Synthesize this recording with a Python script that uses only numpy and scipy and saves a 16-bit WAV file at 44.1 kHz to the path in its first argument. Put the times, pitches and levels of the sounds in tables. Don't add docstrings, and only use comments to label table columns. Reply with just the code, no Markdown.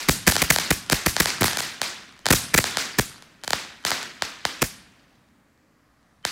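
import sys
import numpy as np
from scipy import signal
from scipy.fft import rfft, irfft, next_fast_len
from scipy.io import wavfile
from scipy.ndimage import uniform_filter1d

SR = 44100
rng = np.random.default_rng(int(sys.argv[2]) if len(sys.argv) > 2 else 0)


def to_linear_factor(level_db):
    exponent = np.asarray(level_db, float) / 20
    return 10 ** exponent


def unload_wav(signal):
    wavfile.write(
        sys.argv[1],
        SR,
        np.round(np.clip(np.atleast_2d(signal).T, -1, 1) * 32767).astype(np.int16),
    )


N = 278270
TIME = np.arange(N) / SR
SIZE = next_fast_len(N + SR // 4)
HZ = np.arange(SIZE // 2 + 1) * SR / SIZE + 1e-3
BANDS_HZ = 45 * 2 ** np.arange(-1 / 3, 8.6, 1 / 3)
SPARK_WIDTH_MS = 0.088


def colour(points, hz, column=1):
    points = np.array(points, float)
    return np.interp(np.log(hz), np.log(points[:, 0]), points[:, column])


def add(out, s, shape, before, after):
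    i = np.arange(max(int((s - before) * SR), 0), min(int((s + after) * SR), N))
    out[i] += shape(i / SR - s)


def fade(times, power, t60, rise):
    kicks = np.zeros(N)
    np.add.at(kicks, (np.asarray(times) * SR).astype(int), power)
    up = np.exp(-1 / (rise * SR))
    down = np.exp(-2 * np.log(1000) / (t60 * SR))
    return signal.lfilter([1 - up], np.convolve([1, -up], [1, -down]), kicks)


def walk(rate):
    k = int(SR / rate)
    held = np.repeat(rng.standard_normal(N // k + 1), k)
    return 0.87 * uniform_filter1d(held, k)[:N]


def blast(t, width, suction, stretch):
    front = 1 / (1 + np.exp(-np.clip((t + width / 2) / (0.11 * width), -40, 40)))
    late = np.maximum(t, 0)
    push = (1 + suction) * np.exp(-late / (0.29 * width))
    pull = suction * np.exp(-late / (stretch * width))
    return -front * (push - pull)


def shock(out, s, db, width, ground_lag, ground_db):
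    add(out, s, lambda t: to_linear_factor(db) * blast(t, width, 0.28, 12.0), .002, .012)
    add(out, s, lambda t: -to_linear_factor(db - 13) * np.exp(-(t / (.17 * width)) ** 2), .0002, .0002)
    add(out, s + .00034, lambda t: -to_linear_factor(db - 10) * blast(t, 1.2 * width, .1, 3.0), .002, .012)
    add(out, s + ground_lag, lambda t: to_linear_factor(db + ground_db) * blast(t, 3.7 * width, 0.43, 5.7), .002, .012)


def through_air(x, db):
    loss_db = db * (HZ / 13000.0) ** 2
    shadow_db = -7.5 * np.exp(-((HZ - 2660) / 280) ** 2)
    bass_cut = HZ / (HZ - 1j * 60)
    return irfft(rfft(x, SIZE) * to_linear_factor(loss_db + shadow_db) * bass_cut, SIZE)[:N]


# (pitch_hz, level_db per Hz)
NIGHT_AIR = [(24, -23), (40, 11.5), (137, 0.5), (163, 1.5), (337, -4), (372, -18.5), (422, -12.5),
             (1760, -17), (2700, -26.5), (6170, -34), (16000, -41.5)]


def night_air():
    swell_db = 2.5 * np.exp(-((TIME - 5.35) / 0.16) ** 2)
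    for hz in BANDS_HZ:
        yield to_linear_factor(2 * (colour(NIGHT_AIR, hz) - 39 + 2.0 * walk(4) + swell_db * (hz < 400)))


# (pitch_hz, burst_level_db, burst_t60_s, launch_level_db, launch_t60_s)
NEAR_ECHO = [(50, -8.5, .5, 10.5, .4), (130, -5.5, 0.72, 8, 0.77), (238, -1, 0.7, 1.5, 0.96),
             (480, -7, 0.66, -21.5, .5), (1070, -4.5, 0.63, -19, 0.51), (1620, -2, 0.76, -20.5, .5),
             (2900, -6.5, 0.74, -10, 0.45), (4440, -5, 0.57, -7, 0.48), (6500, -9, .54, -4, 0.35),
             (9800, -16, .42, -8, .44), (15000, -23, .34, -5.5, 0.14)]
# (pitch_hz, level_db per Hz)
FAR_ECHO = [(45, -9.5), (160, -6.5), (340, -13.5), (450, -20.5), (1800, -16), (3500, -20), (7000, -26.5),
            (15000, -41.5)]


def echoes():
    star_s, _, star_echo_db, star_ms = np.transpose(STARS)
    spark_s, spark_db = np.transpose(SPARKS)
    muzzle_s, _, muzzle_echo_db, _ = np.transpose(MUZZLES)
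    all_s = np.r_[0, star_s, spark_s, muzzle_s]
    burst_power = to_linear_factor(2 * np.r_[-31, star_echo_db, spark_db - 38.5])
    muzzle_power = to_linear_factor(2 * muzzle_echo_db)
    doublings = np.r_[0, np.log2(8 * star_ms), np.log2(8 * SPARK_WIDTH_MS) + 0 * spark_s]
    leaves, twigs, grains = walk(60), walk(500), np.maximum(walk(800) - 1, 0)
    patches_db = -0.17 * leaves - 0.26 * twigs + 5.5 * grains
    for hz in BANDS_HZ:
        dull = to_linear_factor(2 * -6.5 * hz / 1e4 * doublings)
        far_t60 = 3.1 * (300 / hz) ** 0.24
        far = fade(all_s, np.r_[burst_power, muzzle_power], far_t60, .081)
        overhead_power = np.r_[burst_power * dull, muzzle_power * to_linear_factor(-16.)]
        overhead = fade(all_s, overhead_power, colour(NEAR_ECHO, hz, column=2), 0.002)
        near = fade(muzzle_s, muzzle_power, colour(NEAR_ECHO, hz, column=4), 0.0016)
        echo = overhead * to_linear_factor(2 * (colour(NEAR_ECHO, hz) + 9.0))
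        echo += near * to_linear_factor(2 * (colour(NEAR_ECHO, hz, column=3) + 8.5))
        echo += far * to_linear_factor(2 * colour(FAR_ECHO, hz))
        yield echo * to_linear_factor(2 * (patches_db + .8 * walk(25) + 2.2 * walk(150)))


# (pitch_hz, level_db per Hz)
GAS_COLOUR = [(300, 6), (1000, -4), (2000, 7.5), (3000, -6), (6500, -3.5), (10000, -8), (15000, -9)]


def gas_jet():
    puff_s, _, gas_db = np.transpose(PUFFS)
    gas = fade(puff_s - .0015, to_linear_factor(2 * gas_db), .09, .0011)
    spit = fade(puff_s - .0068, to_linear_factor(2 * (gas_db - 13.0)), 0.026, 0.00092)
    for s, *_ in MUZZLES:
        gas *= np.where((TIME > s + .0015) & (TIME < s + .0105), to_linear_factor(-14.), 1)
    for hz in BANDS_HZ:
        jet = gas + spit * to_linear_factor(2 * -8 * hz / 9000.0)
        yield jet * to_linear_factor(2 * (colour(GAS_COLOUR, hz) + 9 + 4.4 * walk(900)))


# (start_s, puff_level_db, gas_level_db)
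PUFFS = np.array([(.0873, 0, -18), (.2731, -3.5, -5.5), (.4189, -6.5, -16.5), (.5031, -6.5, -14.5),
         (.7064, -4.5, -17.5), (.9222, -4.5, -19), (1.0623, -6, -18), (1.2017, -5, -16.5),
         (1.4102, -6, -24), (1.4405, -23, -15), (2.3053, 0.5, -16), (2.3262, -12, -15.5), (2.542, -8, -17),
         (2.5774, -11, -15), (2.9867, -3, -19), (4.619, -9.5, -19)])


def puffs():
    out = np.zeros(N)
    for s, db, _ in PUFFS:
        add(out, s, lambda t: to_linear_factor(db) * blast(t, 0.0028, 1.0, 5.0), .006, .04)
        add(out, s - .006, lambda t: to_linear_factor(db - 15.5) * blast(t, 0.0027, 0.27, 2.2), .005, .02)
    return out


def jet_cracks():
    out = np.zeros(N)
    for (s, puff_db, gas_db), luck in zip(PUFFS, rng.random((len(PUFFS), 2))):
        db = -5.5 + 0.81 * puff_db + .6 * (gas_db + 10.5)
        second_s = s + 2.9 * (0.33 + luck[0]) / 1000
        shock(out, s, db, .000061, .0001, -15.5)
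        shock(out, second_s, db - 5.5 + 4 * luck[1], .000061, .0001, -15.5)
    return out


# (start_s, width_ms, echo_level_db, swing_level_db)
MUZZLES = [(0.0946, 0.15, -24, -10), (0.2787, .16, -19, -6.5), (0.4259, 0.34, -34.5, -13.5),
           (0.5104, 0.32, -23, -14.5), (0.7129, 0.25, -30, -9), (0.9299, 0.2, -35, -13),
           (1.0684, 0.32, -26.5, -9), (1.2079, 0.3, -27, -19.5), (1.4207, 0.27, -26.5, -9.5),
           (1.4432, 0.32, -27, -13), (2.3131, 0.29, -29, -19.5), (2.3359, 0.27, -22, -10),
           (2.549, 0.23, -28, -13), (2.5885, 0.24, -30, -15), (2.996, 0.19, -31, -15),
           (4.6272, 0.24, -31.5, -14)]


def muzzle_shocks():
    out = np.zeros(N)

    def swing(t):
        return np.sin(2 * np.pi * 92 * t + .9) * np.exp(-t / .005) * (1 - np.exp(-t / .0004))

    for s, ms, _, swing_db in MUZZLES:
        db = -1 - 8 * np.log2(5 * ms)
        shock(out, s, db, 0.89 * ms / 1000, 0.00036, -10.5)
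        add(out, s, lambda t: to_linear_factor(db - 19.0) * blast(t, 0.00021, 0.082, 3.0), .004, .02)
        add(out, s, lambda t: 2.0 * to_linear_factor(swing_db) * swing(np.maximum(t, 0)), 0, .05)
    return out


# (pitch_hz, level_db per Hz)
LEAD_IN = [(500, -24), (2000, -0.5), (3000, -14.5), (4500, -30.5), (15000, -46)]


def lead_in():
    burst_s, peak_db = np.r_[np.array(STARS)[:, :2], np.array(SPARKS)].T
    ahead = fade(TIME[-1] - burst_s, to_linear_factor(2 * (peak_db - 25.5)), 0.035, .0003)[::-1]
    for hz in BANDS_HZ:
        yield ahead * to_linear_factor(2 * colour(LEAD_IN, hz))


def burst_shock(shocks, rings, s, db, ms):
    shock(shocks, s, db + .5, 0.64 * ms / 1000, .00122, -14.5)
    add(rings, s, lambda t: to_linear_factor(db - 35) * np.exp(t / .005) * np.sin(2 * np.pi * 3080 * t), .03, 0)


# (start_s, peak_db, echo_level_db, width_ms)
STARS = [(0.268, -2, -36, 0.088), (0.2998, -7, -32.5, 0.077), (0.3554, -3, -26.5, 0.096),
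         (0.3653, 4.2, -31.5, 0.096), (0.5617, 2.8, -31, 0.12), (0.5857, 0.9, -25, .11),
         (0.8993, 1.9, -23.5, 0.087), (1.1658, 1.1, -26.5, 0.13), (1.2577, 1.5, -23.5, 0.12),
         (1.4812, -3.5, -24.5, 0.16), (1.572, -1, -26.5, 0.077), (1.605, -2.8, -34.5, 0.092),
         (1.8166, -.1, -26, 0.12), (2.2575, -2.5, -30.5, 0.12), (2.2656, 2.7, -29, 0.13),
         (2.2871, -2.2, -34, 0.099), (2.6416, -0.2, -25, 0.12), (2.7713, 1, -23.5, .13),
         (3.5062, 0, -37, 0.085), (3.5326, 3.5, -27, .18), (3.8509, 1, -23, .11),
         (3.9061, -2.5, -35, 0.071), (3.9166, -2.5, -26, 0.24), (4.2222, -0.4, -29, 0.18),
         (4.4526, 2, -28, 0.18), (6.2514, 1.3, -29.5, 0.12)]


def star_bursts():
    shocks, rings = np.zeros((2, N))
    for s, db, _, ms in STARS:
        burst_shock(shocks, rings, s, db, ms)
    return through_air(shocks, -5.5) + rings


# (start_s, peak_db)
SPARKS = [(0.2871, 0), (.3219, 0.5), (0.3255, -11), (0.3581, -9), (1.4319, 2.1), (1.5, -20.5),
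          (1.5324, -6.5), (2.192, -28), (3.224, -22), (3.4369, -12), (3.4434, -16.5), (3.4469, -16),
          (3.4782, -1.5), (3.8277, -32), (4.0298, -10)]


def spark_crackle():
    shocks, rings = np.zeros((2, N))
    for s, db in SPARKS:
        burst_shock(shocks, rings, s, db, SPARK_WIDTH_MS)
    return through_air(shocks, -10) + rings


# (start_s, peak_db)
WALL_CLICKS = [(0.4812, -20), (1.3835, -19), (1.472, -10), (1.5901, -16), (2.0925, -36), (2.1251, -35),
               (2.1659, -40), (2.1777, -39), (2.757, -20), (3.1167, -33), (3.1443, -32), (3.1597, -33),
               (3.1812, -33), (3.6489, -24), (3.8392, -33), (3.8675, -14), (4.2106, -33), (5.1559, -50),
               (5.288, -50), (5.5765, -52), (6.0294, -52), (6.2283, -48), (6.3084, -27)]


def wall_clicks():
    out = np.zeros(N)
    for s, db in WALL_CLICKS:
        shock(out, s, db + 2.5, .0001, 0.00078, -11)
    return through_air(out, -10)


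def hiss():
    white = rfft(rng.standard_normal(SIZE))
    out = np.zeros(N)
    for hz, *powers in zip(BANDS_HZ, night_air(), echoes(), gas_jet(), lead_in()):
        octaves = np.log2(HZ / hz)
        window = np.cos(np.pi * np.clip(1.5 * octaves, -.5, .5)) ** 2
        out += irfft(white * window, SIZE)[:N] * np.sqrt(sum(powers))
    return out


def limiter():
    bites = [(s, 7.5 + 0.37 * (echo_db + 29) + 0.24 * db - 10.5 * np.log2(8 * ms))
             for s, db, echo_db, ms in STARS]
    bites += [(s, 7 + .6 * db) for s, db in SPARKS]
    bites += [(s, 10 + 0.13 * (echo_db + 26)) for s, _, echo_db, _ in MUZZLES]
    duck_db = np.zeros(N)
    for s, db in bites:
        t = TIME - s
        shape = np.clip((t - .0008) / .002, 0, 1) * np.exp(-np.maximum(t - .0098, 0) / .0012)
        duck_db = np.maximum(duck_db, db * shape)
    return to_linear_factor(-duck_db)


def scene():
    launches = puffs() + jet_cracks() + muzzle_shocks()
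    bursts = star_bursts() + spark_crackle() + wall_clicks()
    return (launches + bursts + hiss() * limiter())[None]


def roll_off(x):
    return signal.sosfilt(signal.butter(12, 17150, fs=SR, output="sos"), x)


# (pitch_hz, level_db)
MICROPHONE = [(25, -42.5), (45, -16), (80, -12), (300, -3.5), (1700, 0), (2900, 0.5), (4500, 2), (7000, 2),
              (10000, 2), (15000, 2)]


def record(dry):
    late = np.exp(-1j * np.pi * 1.2 * np.log((400 + HZ ** 2) / (1500 ** 2 + HZ ** 2)))
    wet = irfft(rfft(dry, SIZE) * to_linear_factor(colour(MICROPHONE, HZ)) * late, SIZE)
    wet = wet / (1 + (wet / .86) ** 6) ** (1 / 6)
    top = 1 / np.sqrt(1 + (HZ / 15800) ** 160)
    mix = irfft(rfft(wet) * top, SIZE)[:, :N]
    return roll_off(mix)


dry = scene()
out = record(dry)
unload_wav(out)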